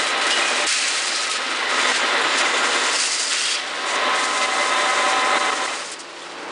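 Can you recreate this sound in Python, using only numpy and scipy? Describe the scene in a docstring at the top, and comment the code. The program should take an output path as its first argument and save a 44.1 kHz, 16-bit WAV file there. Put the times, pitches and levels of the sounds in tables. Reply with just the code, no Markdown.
"""Rollers roar through a steel frame and gears whine: a roll former, heard from its run-out table.
Friction makes the sliding sheet metal rasp, hiss and squeak, amid small ticks and soft thuds. The strip
jolts between the rollers; late on, one rubbed mode of the frame sings. The listener moves about, so the
balance of modes and gear harmonics shifts. At last the roar dies away into the shop's hum and wash."""
import sys
import numpy as np
from scipy import signal
from scipy.fft import rfft, irfft, next_fast_len
from scipy.io import wavfile
from scipy.ndimage import map_coordinates

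SR = 44100
rng = np.random.default_rng(int(sys.argv[2]) if len(sys.argv) > 2 else 0)


def store_wav(level_fs):
    """Save 16-bit WAV to argv[1]."""
    pcm = np.round(np.clip(np.atleast_2d(level_fs), -1, 1) * 32767)
    wavfile.write(sys.argv[1], SR, pcm.T.astype(np.int16))


N = 287091


def amp(db):
    """Amplitude ratio of a level in decibels."""
    return 10 ** (np.asarray(db) / 20)


def unit(x):
    """Normalisation to rms 1."""
    return x / np.sqrt(np.mean(x ** 2) + 1e-20)


def clock():
    """Time of every sample in seconds."""
    return np.arange(N) / SR


def curve(rows):
    """Linear interpolation of (t/s, value) points at every sample."""
    return np.interp(clock(), *np.transpose(rows))


def wobble(rate):
    """Smooth random modulation: a spline through rate Gaussian knots a second."""
    coarse = np.arange(0, N + 64, 64)
    knots = rng.standard_normal(int(N * rate / SR) + 4)
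    return np.interp(np.arange(N), coarse, map_coordinates(knots, [coarse * rate / SR]))


def filtered(x, response):
    """Linear filtering: the spectrum of x times a complex frequency response."""
    size = next_fast_len(N + SR // 2)
    return irfft(rfft(x, size) * response(np.fft.rfftfreq(size, 1 / SR)), size)[..., :N]


def coloured(x, spectrum):
    """Spectral shaping by (f/Hz, level/dB) points on a log frequency axis, at rms 1."""
    f, db = np.transpose(spectrum)
    return unit(filtered(x, lambda hz: amp(np.interp(np.log(hz + 1), np.log(f), db))))


def resonances(modes, hz):
    """Damped oscillators: one complex response per (f/Hz, width/Hz, ...) mode, 1 at its peak."""
    centre, width = np.array(modes, dtype=np.float32).T[:2, :, None]
    hz = hz.astype(np.float32)
    return 1j * hz * width / (centre ** 2 - hz ** 2 + 1j * hz * width)


def lift(db):
    """Power addition: the gain to add so that a peak holds extra power, db relative to the plain sound."""
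    return np.sqrt(1 + amp(db) ** 2) - 1


def ringing(pitch_hz, width_hz):
    """Random excitation of a resonance: white noise through two like resonators in series, at rms 1."""
    noise = rng.standard_normal(N)
    return unit(filtered(noise, lambda hz: resonances([(pitch_hz, width_hz)], hz)[0] ** 2))


def bent(x, share, rate):
    """Frequency modulation by time warping: the pitch of x wanders by a small share."""
    t = clock()
    return np.interp(t + share * np.cumsum(wobble(rate)) / SR, t, x)


def nearness():
    """Linear crossfade: the weight of each of three listening places over time."""
    # t/s, place (0 = table end, 1 = over the sheet, 2 = table edge)
    path = [(.7, 0), (1.6, 0.55), (2.1, 0.9), (3.0, 0.89), (3.9, 1.47), (5, 1.86)]
    return np.clip(1 - abs(curve(path) - np.arange(3)[:, None]), 0, 1)


def friction(rate, snag_db, spread_db):
    """Friction noise: countless tiny contacts merge; rate larger snags a second stand out."""
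    snags = (rng.random(N) < rate / SR) * rng.choice([-1, 1], N)
    sizes = amp(spread_db * rng.uniform(-3.5, 1, N))
    return unit(rng.standard_normal(N) + amp(snag_db) * unit(snags * sizes))


def rollers(load_db, throb, roar_db=1.38):
    """Forced vibration: rollers grinding on the strip shake the frame, harder with load and jolts."""
    # f/Hz, relative spectral level/dB
    roar_spectrum = [(25, -37.5), (70, -32.5), (130, -19.5), (200, -16.5), (250, -3), (320, -2),
                     (600, -0.5), (1150, 2.5), (2000, 1.5), (2300, -3), (3200, -5.5), (4050, -6),
                     (4400, -16), (9000, -27)]
    grind = coloured(friction(rate=900, snag_db=-5.5, spread_db=1.5), roar_spectrum)
    roar = frame(grind)
    steady = amp(load_db + roar_db + 0.16 * throb + 0.79 * wobble(40))
    strained = bent(roar, share=.0015, rate=5)  # shifting strain bends the modes
    return strained * np.hypot(steady, jolts())


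def frame(drive):
    """Modal superposition: the steel rings with its drive; each listening place favours other modes."""
    # f/Hz, width/Hz, level/dB over the plain roar at places 0, 1, 2
    modes = [(359.3, 3.5, 10, 6, -6), (478, 26, -3, 2.5, -7.5), (584, 12.7, 10.5, 5, 12),
             (784, 23, 4.5, -8.5, 3.5), (984, 11, -13.5, 2, -14.5), (1094, 20, 4.5, 6.5, 7.5),
             (1257, 12, 7.5, -9.5, 0.5), (1278, 40, -1.5, -2.5, 7), (1400, 10, 6, 10.5, -12),
             (1578, 15, 8, 5, -8), (1909, 24, 7, 5, 1), (1973, 14, 3, 6, -7), (2060, 18, 3, 6, 5.5),
             (2430, 90, 3, -20, -0.5), (2620, 26, 2, -6.5, 3.5), (2910, 24, 7, -9, -24),
             (3060, 53, -6, 4, 3.5), (3526, 30, 0, 9.5, 3.5), (3640, 25, -13, -3, 9), (3750, 10, 8, -22, 0),
             (3975, 36, 7.5, -4.5, 6.5)]
    # broad tone colour: f/Hz, level/dB at places 0, 1, 2
    colour = [(199, -2, -0.15, -1.1), (500, 0, 1.4, 1.3), (1190, -2, -0.4, -0.34), (2480, 1.5, 1.5, 0.71)]
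    tone_hz, *tones_db = np.transpose(colour)
    mode_gains = lift(np.array(modes)[:, 2:].T)

    def response(hz):
        tone = amp([np.interp(hz, tone_hz, db) for db in tones_db])
        return tone * (1 + mode_gains @ resonances(modes, hz))
    return unit((nearness() * filtered(drive, response)).sum(0))


def gears(tooth_cycles, load_db, whine_db=-19.5, working_load_db=-23, end_s=5.8, fade_s=.17):
    """Periodic excitation: meshing teeth sound wavering harmonics of the tooth rate, louder under load."""
    # harmonic number, waver (0-1), growth/(dB per dB of load), relative level/dB at places 0, 1, 2
    harmonics = [(1, .3, 1, -30, -31, -38), (3, .33, 1.05, -24, -28, -11), (4, .19, 1.9, -20, -17, -7.9),
                 (5, .28, .9, -15.5, -17, -12), (7, .4, 1.4, -34, -32, -27), (8, .5, 1.4, -21, -25, -24)]
    near, whine = nearness(), np.zeros(N)
    mesh = 2 * np.pi * tooth_cycles + 0.13 * wobble(5)  # slight flutter common to all harmonics
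    for multiple, waver, growth, *levels_db in harmonics:
        dispersion = np.pi / 2 * multiple ** 2  # phase shift in the frame
        phase = multiple * mesh + dispersion + waver * wobble(30)
        size = (amp(levels_db) @ near) * amp(whine_db + growth * (load_db - working_load_db))
        whine += size * unit((1 + waver * wobble(18)) * np.sin(phase))
    return whine * np.clip((end_s - clock()) / fade_s, 0, 1)


def sheet(throb, face_db=2, edge_db=4.5):
    """Sliding friction: the sheet's face rasps through its modes; its edge hisses and catches."""
    # f/Hz, width/Hz, level/dB over the plain rasp
    modes = [(1300, 60, -7.5), (1900, 200, -2.5), (2680, 200, -3), (3970, 110, 0), (4670, 310, -2)]
    # face and edge: f/Hz, relative spectral level/dB
    rasp_spectrum = [(200, -47), (600, -27), (1300, -2.5), (1900, 0.5), (2500, 1), (3200, 0.5),
                     (4100, -2.5), (4700, -3.5), (5600, -7.5), (10000, -45)]
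    hiss_spectrum = [(300, -28.5), (1500, -21), (3500, -12.5), (4300, 0.5), (4750, 0.5), (5200, 1.5),
                     (5850, -0.5), (6400, 1), (7100, 1), (7700, -0.5), (8300, -2.5), (9000, -0.5),
                     (10000, -6.5)]
    rasp, hiss = sliding()
    judder = wobble(50)
    face_contacts, edge_contacts = [friction(rate=400, snag_db=-7, spread_db=6) for _ in range(2)]
    mode_gains = lift(np.array(modes)[:, 2])
    rung = filtered(face_contacts, lambda hz: 1 + mode_gains @ resonances(modes, hz))
    face = coloured(rung, rasp_spectrum) * rasp * amp(face_db + 0.21 * throb + 0.74 * judder)
    edge = tinny(coloured(edge_contacts, hiss_spectrum)) * hiss * amp(edge_db + 0.86 * throb + judder)
    return face + edge


def sliding(creep_hiss_db=-8.5, pressure_db=.7):
    """Incoherent addition: steady creep and pushes sum in power to the envelopes of rasp and hiss."""
    # the sheet creeping over the table: t/s, relative rasp level/dB
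    creep_levels = [(0, -34), (3.0, -29.5), (3.65, -33.5), (5.6, -42), (6.5, -43)]
    # t/s, length/s, relative rasp level/dB, relative hiss level/dB, swell from start to end/dB
    pushes = [(-.02, 0.14, -33, -35, -4), (0.213, 0.064, -31, -35, -2), (0.303, 0.013, -31, -35, -2),
              (0.295, 0.35, -31.5, -31, 1), (0.666, 0.08, -26, -27, -1.5), (0.707, 0.575, -30.5, -31, -4),
              (1.305, 0.07, -32.5, -34.5, 0), (1.689, 0.29, -29.5, -35, 4), (2.375, .04, -29, -31.5, -1),
              (2.45, 0.463, -40, -34.5, 4), (2.925, 0.63, -36.5, -28.5, -3.5), (3.302, 0.3, -31, -47, -2),
              (3.86, .1, -45, -36, 3), (4.133, 1.52, -51, -35, -1), (4.41, 0.044, -29.5, -45, 6),
              (5.641, 0.3, -43, -38.5, -2), (5.991, 0.022, -52, -38.5, -6)]
    creep = amp(curve(creep_levels))
    power = np.array([creep, creep * amp(creep_hiss_db)]) ** 2
    for start, length, rasp_db, hiss_db, swell_db in pushes:
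        power += (amp([[rasp_db], [hiss_db]]) * rub(start, length, swell_db)) ** 2
    return np.sqrt(power) * amp(pressure_db * wobble(8))  # uneven pressure of the hand


def rub(start, length, swell_db, attack_s=0.0034, release_s=0.0072):
    """Amplitude envelope of one rub: a linear rise, a swell and an exponential release."""
    t = clock() - start
    rise_s = attack_s + 0.061 * length  # a long rub is slower to get going
    gate = np.clip(t / rise_s + .5, 0, 1) * np.exp(-np.clip((t - length) / release_s, 0, 20))
    return gate * amp(swell_db * (np.clip(t / length, 0, 1) - .5))


def tinny(x, share=0.16, t60=0.029):
    """High modal density: the countless short-lived modes of thin sheet add a metallic ripple."""
    t = np.arange(SR // 10) / SR
    ring = rng.standard_normal(len(t)) * amp(-60 * t / t60)
    return unit(x + share * signal.fftconvolve(x, ring / np.linalg.norm(ring))[:N])


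def shop(wash_db=-1):
    """Superposition of many sources: far machines blur into a wash, with a few motor hums on top."""
    # t/s, relative level/dB
    wash_levels = [(0, -54.5), (5.6, -40), (5.9, -36.5), (6.1, -38), (6.3, -35), (6.5, -30.5)]
    # f/Hz, relative spectral level/dB
    wash_spectrum = [(15, -91), (25, -55), (79, -21.5), (113, -26.5), (164, -25.5), (277, -4.5),
                     (425, -2.5), (603, -2), (651, -5), (924, -3), (1280, -3.5), (5080, -24.5),
                     (10000, -42), (13000, -67), (22000, -120)]
    # f/Hz, peak level/dB against the wash
    motors = [(120, -35), (172.5, -22), (215.3, -32), (342, -11.5), (431, -24)]
    hum = np.zeros(N)
    for hz, db in motors:
        size = amp(db + 1.3 * wobble(7.7))
        hum += size * np.sin(2 * np.pi * hz * clock() + .5 * wobble(5.3))
    wash = coloured(rng.standard_normal(N), wash_spectrum)
    return amp(curve(wash_levels) + wash_db) * (wash + hum)


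def ticks(tick_db=-15, t60=0.12, corner_hz=2500):
    """Exponentially decaying noise bursts: brief bright clicks in the hiss, some with a short ring."""
    # t/s, relative crack level/dB, relative ring level/dB
    clicks = [(.069, -7, -11), (.176, -12, -22), (.267, -4.5, -22), (.307, -15, -6), (1.072, -6, -18),
              (1.297, -5.5, -19), (1.314, -5.5, -12), (2.212, -8, -22), (2.384, -6, -16), (3.311, -13, -11),
              (3.376, -11, -11), (3.456, -7, -8), (3.515, -15, -13), (4.373, -6, -22), (5.917, -10.5, -26),
              (6.221, -24, -23)]
    envelopes, t = np.zeros((2, N + SR)), np.arange(SR // 4) / SR
    decay = amp(tick_db - 60 * t / t60)
    for start, crack_db, ring_db in clicks:
        onset = round(start * SR)
        envelopes[:, onset:onset + len(t)] += amp([[crack_db], [ring_db]]) * decay
    crack = filtered(rng.standard_normal(N), lambda hz: 1j * hz / (corner_hz + 1j * hz))  # high-pass
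    ring = ringing(pitch_hz=3500, width_hz=1100)
    return (envelopes[:, :N] * [crack, ring]).sum(0)


def dips(fall_s=0.0037):
    """Amplitude modulation: the machine's level dips within milliseconds and comes back smoothly."""
    # t/s, depth/dB, recovery/s
    drops = [(.072, 4, 0.033), (.668, 8, 0.072), (1.3, 8, 0.029), (1.925, 6, 0.062), (2.382, 8, 0.019),
             (4.243, 4, 0.056), (4.46, 2, 0.028), (5.385, 9, 0.016), (5.508, 12, 0.0075), (5.541, 4, 0.054),
             (5.665, 14, 0.0089)]
    loss_db = np.zeros(N)
    for start, depth_db, recovery_s in drops:
        age = clock() - start
        loss_db += depth_db * np.clip(age / fall_s + .5, 0, 1) * np.exp(-(age / recovery_s) ** 2)
    return amp(-loss_db)


def squeaks(squeak_db=-2, chatter_db=1.9):
    """Stick-slip friction drives single modes of the steel: narrow ones squeak, wide ones scrape."""
    # t/s, length/s, f/Hz, resonator width/Hz, relative level/dB, swell/dB
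    rubs = [(.307, .085, 2912, 50, -23.5, -3), (.308, .018, 5050, 300, -28, 0),
            (.33, .17, 3180, 260, -32, 0), (.42, .08, 2480, 80, -25, 2), (.56, .08, 2480, 260, -29.5, 0),
            (.56, .09, 2890, 70, -32, 0), (.71, .25, 2570, 560, -30.5, -3), (.72, .24, 4080, 300, -35, 0),
            (1.06, .15, 4130, 500, -32, 2), (1.07, .15, 4930, 560, -30.5, 0), (1.1, .68, 1275, 40, -35, 4),
            (1.64, .28, 1960, 320, -29.5, 2), (1.8, .12, 2080, 140, -34, 2),
            (1.75, .28, 6900, 1500, -34.5, 1), (2.2, .7, 7050, 1100, -36, 4), (2.45, .11, 2070, 80, -31, 0),
            (2.9, .4, 4830, 560, -30.5, 0), (2.93, .17, 2700, 500, -34, 0), (3.35, .22, 2760, 280, -33, 0),
            (3.4, .18, 3260, 280, -32, 2), (3.38, .18, 4700, 950, -30, 5)]
    squeal = np.zeros(N)
    for start, length, pitch_hz, width_hz, db, swell_db in rubs:
        squeal += amp(db) * rub(start, length, swell_db) * ringing(pitch_hz, width_hz)
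    flexed = bent(squeal, share=0.00397, rate=12)  # flexing bends the pitch
    return flexed * amp(squeak_db + chatter_db * wobble(90))


def thuds(pitch_hz=75, t60=0.072):
    """Damped sinusoids: soft, low thuds that die away quickly."""
    # t/s, level/dB
    events = [(.667, -45), (1.299, -55), (5.141, -56), (5.521, -46)]
    sound, t = np.zeros(N + SR), np.arange(SR // 4) / SR
    for start, db in events:
        onset = round(start * SR)
        sound[onset:onset + len(t)] += amp(db - 60 * t / t60) * np.sin(2 * np.pi * pitch_hz * t)
    return sound[:N]


def jolts(attack_s=0.0022, decay_s=0.021):
    """Transient forcing: the envelope of the knocks as the strip jolts between the rollers."""
    # t/s, level/dB that the rise tends to
    knocks = [(1.872, -24), (2.245, -16.5), (2.535, -23), (2.722, -22), (3.925, -31), (4.795, -27),
              (5.06, -17.5), (5.35, -19), (5.492, -18.5), (5.524, -24), (5.615, -24), (5.652, -24),
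              (5.733, -28)]
    strength = np.zeros(N)
    for start, db in knocks:
        age = np.maximum(clock() - start, 0)
        strength += amp(db) * (1 - np.exp(-age / attack_s)) * np.exp(-np.minimum(age / decay_s, 20))
    return strength


def singing(throb, mode_hz=2048, sing_db=-29.0, db_per_s=-4, start_s=4.1, end_s=5.7, fade_s=0.1):
    """Frictional excitation: a rubbed frame mode sings in weakening bursts, about one per shaft turn."""
    t = clock()
    rubbed = np.clip(np.minimum(t - start_s, end_s - t) / fade_s, 0, 1)
    pulse_db = 5 * np.tanh(1.3 * throb + 2.0 * wobble(28))
    bursts = amp(pulse_db) * (1 + 0.55 * wobble(35))
    phase = 2 * np.pi * mode_hz * t + wobble(9) + .55 * wobble(45)
    return amp(sing_db + db_per_s * (t - start_s)) * rubbed * unit(bursts * np.sin(phase))


def scene():
    """Linear superposition of machine, sheet, ticks, thuds and shop, alike in both channels."""
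    # tooth rate of the gears: t/s, f/Hz
    tooth_rate = [(0, 256.7), (1.6, 254.2), (2.2, 255.3), (2.8, 255.4), (3.6, 254.9), (4.3, 255.4),
                  (5.1, 254.8), (5.6, 254.9)]
    # load on the rollers, driving roar and whine: t/s, level/dB
    roller_load = [(0, -22.5), (.65, -23), (.71, -31), (1.3, -29.5), (1.85, -22), (2.35, -22), (2.9, -23),
                   (3.0, -29.5), (3.18, -33), (3.65, -32.5), (4.05, -22), (4.48, -24.5), (4.8, -22.5),
                   (5.06, -22), (5.25, -22), (5.45, -22.5), (5.67, -26.5), (5.84, -35), (6.1, -65)]
    load_db = curve(roller_load)
    tooth_cycles = np.cumsum(curve(tooth_rate)) / SR
    throb = np.sin(2 * np.pi * tooth_cycles / 24)  # 24 teeth to one turn of the shaft
    machine = dips() * (rollers(load_db, throb) + gears(tooth_cycles, load_db) + singing(throb))
    mono = machine + sheet(throb) + squeaks() + ticks() + thuds() + shop()
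    return np.array([mono, mono])


def record(dry):
    """Band limiting: a very steep low-pass removes the highest treble."""
    cutoff_hz = 10040
    return filtered(dry, lambda hz: 1 / np.sqrt(1 + np.minimum(hz / cutoff_hz, 2) ** 400))


dry = scene()
out = record(dry)
store_wav(out)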